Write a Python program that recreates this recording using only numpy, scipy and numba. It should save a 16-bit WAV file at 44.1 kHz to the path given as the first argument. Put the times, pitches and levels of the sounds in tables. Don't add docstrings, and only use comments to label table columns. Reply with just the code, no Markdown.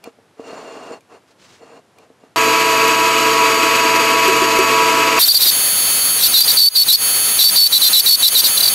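import sys
import numpy as np
from scipy import signal
from scipy.fft import rfft, irfft, next_fast_len
from scipy.io import wavfile
from scipy.ndimage import uniform_filter1d, map_coordinates
from numba import njit

SR = 44100
rng = np.random.default_rng(int(sys.argv[2]) if len(sys.argv) > 2 else 0)


def store_wav(level_fs):
    pcm = np.round(np.clip(np.atleast_2d(level_fs), -1, 1) * 32767)
    wavfile.write(sys.argv[1], SR, pcm.T.astype(np.int16))


N = 385434

FAST = 10
TURN_HZ = 62.2


def amp(db):
    return 10 ** (np.asarray(db) / 20)


def unit(x):
    return x / np.sqrt(np.mean(x ** 2) + 1e-20)


def along(points, hz):
    f, value = np.transpose(points)
    return np.interp(np.log(hz + 1), np.log(f + 1), value)


def wobble(rate):
    knots = rng.standard_normal(int(N * rate / SR) + 4)
    return map_coordinates(knots, [np.arange(N) * rate / SR])


def filtered(x, response):
    m = next_fast_len(N + 8192)
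    return irfft(rfft(x, m) * response(np.fft.rfftfreq(m, 1 / SR)), m)[..., :N]


def noise(spectrum):
    return unit(filtered(rng.standard_normal(N), lambda hz: amp(along(spectrum, hz))))


def modes(table):
    def response(f):
        total = 0
        for k, (centre, width, db) in enumerate(table):
            resonance = 1j * f * width / (centre * centre - f * f + 1j * f * width)
            total = total + (-1) ** k * amp(db) * resonance
        return total
    return response


def lag(x, seconds):
    keep = np.exp(-1 / (seconds * SR))
    return signal.lfilter([1 - keep], [1, -keep], x)


def tones(table, speed, flicker_db, drift, pace):
    out = np.zeros(N)
    for hz, db in table:
        turns = np.cumsum(hz * speed * (1 + drift * wobble(pace))) / SR
        heard = hz * speed < SR / 2
        level = amp(db + flicker_db * wobble(pace)) * np.sqrt(2)
        out += heard * level * np.sin(2 * np.pi * (turns + rng.random()))
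    return out


def strike(out, s, db, hz, t60, crack):
    t = np.arange(SR // 8) / SR
    blow = np.sin(2 * np.pi * hz * t) + crack * rng.standard_normal(len(t)) * amp(-60 * t / 0.022)
    onset = 1 - np.exp(-1000 * t)
    out[round(s * SR):][:len(t)] += amp(db - 60 * t / t60) * onset * blow


LOWER_HZ, UPPER_HZ = 3980, 4600
LOCK_HZ = 230
OTHER_DB = -12.5
MEMORY_S, PATCHY_DB = 0.0062, 2.4
SWELL = .8
DIP, HOP_S = .85, .008
EVEN_DB = -10.5
# multiple, level/dB
OVERTONES = [(1, 5.5), (2, -11.5), (3, -15)]


def chatter(turn_hz, bite, lower):
    orders = np.arange(6, 13)[:, None]

    def pull(hz):
        return 1 / (1 + ((orders * turn_hz - hz) / LOCK_HZ) ** 2) ** 1.34

    near = amp(OTHER_DB * (1.5 - lower)) * pull(LOWER_HZ) + amp(OTHER_DB * lower) * pull(UPPER_HZ)
    flicker = np.array([wobble(70)[:len(bite)] for _ in orders])
    near = lag(near, MEMORY_S) * amp(PATCHY_DB * flicker)
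    hopping = lag(lower, HOP_S)
    swell = np.sum(near ** 2, axis=0) ** (SWELL / 2)
    bite = bite * swell * (1 - np.clip(DIP, 0, 1) * 4 * hopping * (1 - hopping))
    share = near ** np.maximum(1, bite / amp(EVEN_DB)) ** 0.96 + 1e-9
    share = share / np.sqrt(np.sum(share ** 2, axis=0))
    turns = orders * np.cumsum(turn_hz) / SR + rng.random((len(orders), 1))
    wave = sum(amp(db) * share ** k * np.sin(2 * np.pi * k * turns) for k, db in OVERTONES)
    return np.sqrt(2) * bite * wave.sum(axis=0)


EASE_PER_S = 1.0
DEEP_DRAG = .2
FIRST_DB, HEADROOM_DB, LEAD_S, RISE_S, FADE_S = -6.5, 2.5, 0.031, 0.016, 0.0043
# touch t/s, sinking t/ms, holding t/ms, slowest turn f/Hz (idle speed scale,
# before the drive's lag), lower mode after the touch t/ms (none if not positive), final chatter level/dB
CUTS = [(5.162, 38, 280, 53.2, 0, -35), (5.162, 78, 13.6, 48.4, 0, -11.5),
        (5.238, 72, 9.4, 45.47, -2, -5.5), (5.31, 59, 8.8, 45.53, -1.5, -7), (5.383, 49, 7.6, 48, 28, -7.5),
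        (5.434, 53, 13.7, 48.8, -2, -14), (6.17, 88, 9.2, 47.06, 0, -11.5),
        (6.3, 64.6, 59.4, 50.56, 99, -4.5), (6.431, 8, 9.7, 60.6, -3, -10), (6.458, 45, 13, 50, 0, -14.5),
        (6.551, 43.2, 91.4, 49.34, 3, 7), (6.74, 26.4, 67, 48.8, 3, -1.5),
        (6.864, 43.3, 49.4, 48.57, 54, 2.5), (7.366, 45.7, 85, 49.64, 65, -6),
        (7.546, 32.4, 94.4, 48.97, 6, 1), (7.701, 47.5, 30.6, 49.1, 80, -5),
        (7.8, 38.4, 47, 50.96, 92, -8.5), (7.914, 39.7, 53, 48.97, 73.5, 1), (8.034, 54, 67, 48.7, 46, -1),
        (8.203, 48, 33.3, 48.9, 66.5, 2.5), (8.33, 43.6, 36, 50.9, 50, -11),
        (8.421, 40, 7.4, 50.14, 10, -13), (8.56, 10.2, 12, 55.8, 28, -8), (8.596, 8.9, 6.9, 54.3, 18, -7),
        (8.622, 15.8, 6, 54.3, 0, -9.5), (8.648, 11, 5, 54.2, 1, -11), (8.67, 6, 12, 54.5, 1.5, -11)]


def plunges():
    depth, drag, bite, lower = np.zeros((4, N))
    for touch, sink_ms, hold_ms, slowest_hz, lower_ms, db in CUTS:
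        full = touch + sink_ms / 1000
        lift = touch + (sink_ms + hold_ms) / 1000
        a, b = round(touch * SR), round((lift + FADE_S) * SR)
        t = np.arange(a, b) / SR
        sunk = np.clip((t - touch) / max(full - touch, .003), 0, 1) * (t < lift)
        pull = (1 - slowest_hz / TURN_HZ) * sunk * (1 - EASE_PER_S * np.maximum(t - full, 0))
        sings = max(touch, full - LEAD_S)
        gate = np.clip(np.minimum((t - sings) / RISE_S, (lift + FADE_S - t) / FADE_S), 0, 1)
        first_db = min(db + HEADROOM_DB, FIRST_DB)
        size = gate * amp(np.interp(t, [sings, max(lift, sings)], [first_db, db]))
        depth[a:b] = np.maximum(depth[a:b], np.minimum(1, pull / DEEP_DRAG))
        drag[a:b] = np.maximum(drag[a:b], pull)
        bite[a:b] = np.maximum(bite[a:b], size)
        lower[a:a + max(0, round(lower_ms * SR / 1000))] = 1
    return depth, drag, bite, lower


# f/Hz, width/Hz, level/dB
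SCRAPE = [(3770, 430, 4), (4180, 230, 3), (5430, 400, -1), (8900, 2400, -5.5), (11040, 210, 3.5),
          (11880, 490, -1.5), (12760, 830, 5)]


def scraping(speed):
    turn = np.floor(np.cumsum(TURN_HZ * speed) / SR)
    pulses = np.diff(turn, prepend=0) * amp(2 * wobble(150))
    grain = unit(pulses) + .9 * rng.standard_normal(N)
    return unit(filtered(grain, modes(SCRAPE))) * amp(1.5 * wobble(150))


# f/Hz, level/dB
TONES = [(60, -54.5), (129, -43), (258, -39.5), (312, -34), (349, -36.5), (653, -30.5), (669, -31),
         (892, -32.5), (979.5, -20), (1115, -23.5), (1244, -28), (1301, -30.5), (1338, -29.5), (1632, -31),
         (2304, -30.5), (2550, -27.5), (2574, -29), (2875, -32.5)]
# f/Hz, level/dB
STEADY = [(446, -24.5)]
# f/Hz, relative level/dB per Hz
FIZZ = [(18, -50), (30, -19), (3820, -11), (4470, -9), (5230, -14.5), (9540, -13), (15700, -7)]


def loaded_drive(sag):
    motor = tones(TONES, FAST * (1 - sag), 0.96, 0.000824, pace=90)
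    motor = motor + tones(STEADY, FAST, 1.8, 0.0023, pace=90)
    return amp(0.5 - 78 * sag) * motor + amp(-16.5 + wobble(30)) * noise(FIZZ)


def time_lapse():
    depth, drag, bite, lower = plunges()
    sag = lag(drag, 0.009)
    speed = FAST * (1 - sag)
    drive = loaded_drive(sag)
    first = round(SHOTS[1] * SR)
    squeal = np.pad(chatter(TURN_HZ * speed[first:], bite[first:], lower[first:]), (first, 0))
    squeal = squeal * amp(2.2 * wobble(300))
    scrape_gain = amp(-9.5) * lag(bite, 0.003) + amp(-9.5) * lag(depth ** 1.14, 0.01)
    return drive + squeal + scrape_gain * scraping(speed)


IDLE_TOP_HZ = 14800
# f/Hz, level/dB
WHINE = [(4482, -40), (6723, -31), (11205, -45)]
# f/Hz, relative level/dB per Hz
ROAR = [(18, -70), (30, -56.5), (316, -8.5), (388, -13), (442, -5), (668, -21), (780, -21.5), (985, -7.5),
        (1490, -13), (2560, -7.5), (3680, -18.5), (6850, -20.5), (14500, -40)]
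# f/Hz, width/Hz, level/dB
HOUSING = [(2200, 20, -35), (3970, 13, 7), (4650, 46, 10.5), (7720, 41, 6.5), (12600, 260, 17.5)]
# t/s, starting level/dB of the tone
CALIPER = [(4.279, -7.5), (4.418, -11), (4.588, -6.5)]


def idling():
    roar = filtered(noise(ROAR), lambda hz: 1 + np.abs(modes(HOUSING)(hz))) * amp(wobble(60))
    whine = tones(WHINE, 1, 1, .0005, pace=40)
    hum_and_orders = tones(TONES + STEADY, 1, 1.6, .0012, pace=14)
    out = hum_and_orders + whine + amp(-17.5) * roar
    for s, db in CALIPER:
        strike(out, s, db, 383, t60=0.13, crack=0.81)
    return filtered(out, lambda hz: hz < IDLE_TOP_HZ)


def strokes(rows):
    gain = np.zeros(N)
    for start, end, db in rows:
        gain[round(start * SR):round(end * SR)] = amp(db)
    return uniform_filter1d(gain, round(0.051 * SR))


RING_DB, CRUMBS_DB = -14, -12.5
# start t/s, end t/s, rumble level/dB (before soft edges)
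SLIDE = [(0.043, 0.09, -39), (0.384, .47, -43), (0.462, 0.8, -34.5), (0.81, 0.969, -35),
         (1.101, 1.178, -45), (1.61, 1.798, -44), (1.97, 2.06, -49), (2.203, 2.28, -53)]
# f/Hz, width/Hz, level/dB
BED = [(269, 67, -5), (459, 35, 3), (661, 86, -1.5), (1110, 480, -10), (2796, 69, -12), (4330, 28, -13.5),
       (7140, 32, -14), (8300, 130, -26)]
# t/s, peak level/dB (before the roll-off)
KNOCKS = [(0.073, -22.5), (0.186, -38), (0.395, -19.5), (.53, -22), (.84, -43), (0.911, -23), (1.614, -35),
          (2.101, -34.5), (2.236, -31.5)]
# t/s, starting level/dB of the tone
TICKS = [(0.04, -33), (1.0071, -49), (1.9849, -45.5)]
# start t/s, end t/s, level/dB (before soft edges)
SLEEVE = [(1.287, 1.32, -51), (1.393, 1.582, -48.5)]
# f/Hz, relative level/dB per Hz
SHOP = [(53, -40), (90, 1.5), (473, 2), (1580, -7), (12000, -23), (15600, -59), (22000, -120)]


def tool_rest():
    grit = amp(1.5 * wobble(41.65)) * rng.standard_normal(N)
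    low = modes([m for m in BED if m[0] < 2000])
    high = modes([m for m in BED if m[0] > 2000])
    crumbs = noise([(300, -7.0), (6000, -12.5), (12000, -25)]) * amp(1.8 * wobble(90))
    slide = strokes(SLIDE)
    out = slide * (unit(filtered(grit, low)) + amp(RING_DB) * unit(filtered(grit, high)))
    out += (amp(CRUMBS_DB) * slide + strokes(SLEEVE)) * unit(crumbs)

    bumps = np.zeros(N)
    for s, db in KNOCKS:
        bumps[round(s * SR)] = amp(db)

    def thud(hz):
        return low(hz) / (1 + 1j * hz / 420) ** 2

    out += filtered(bumps, thud) / np.abs(filtered(np.arange(N) == 0, thud)).max()
    for s, db in TICKS:
        strike(out, s, db, 2400, t60=0.042, crack=3.0)

    def roll_off(hz):
        return 1 / (1 + (hz / 11000) ** 4) / (1 + (80 / (hz + 1)) ** 2)

    return filtered(out, roll_off) + amp(-56) * noise(SHOP)


# f/Hz, likeness 0-1
ALIKE = [(30, .92), (130, .9), (300, .992), (4000, .987), (16000, .955)]


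def wall_sound(mid):
    n = SR // 4
    walls = rng.standard_normal(n) * amp(-60 * np.arange(n) / SR / .2)
    echo = signal.fftconvolve(mid, walls / np.linalg.norm(walls))[:N]

    def share(hz):
        return np.tan(np.arccos(np.clip(along(ALIKE, hz), 0, 1)) / 2)

    return filtered(echo, share) * wobble(33)


# t/s of the idling shot, t/s of the time-lapse
SHOTS = (2.36, 5.192)


def scene():
    shot = np.searchsorted(SHOTS, np.arange(N) / SR)
    mid = np.choose(shot, [tool_rest(), idling(), time_lapse()])
    side = wall_sound(mid)
    return np.array([mid + side, mid - side])


@njit
def ducking(level_db, ceiling_db, attack, release):
    gain_db, now = np.zeros(len(level_db)), 0.0
    for i in range(len(level_db)):
        want = min(0.0, ceiling_db - level_db[i])
        if want < now:
            now = now + attack * (want - now)
        else:
            now = min(want, now + release)
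        gain_db[i] = now
    return gain_db


TOP_HZ = 15850


def record(dry):
    power = np.abs(uniform_filter1d(np.mean(dry ** 2, axis=0), size=300))
    level_db = 10 * np.log10(power + 1e-12)
    gain_db = ducking(level_db, -9.5, 1 / (0.0013 * SR), 230 / SR)
    wet = dry * amp(gain_db)
    wet = wet / (1 + np.abs(wet) ** 6) ** (1 / 6)
    return filtered(wet, lambda hz: np.clip((TOP_HZ - hz) / 200, 0, 1) ** 2)


dry = scene()
out = record(dry)
store_wav(out)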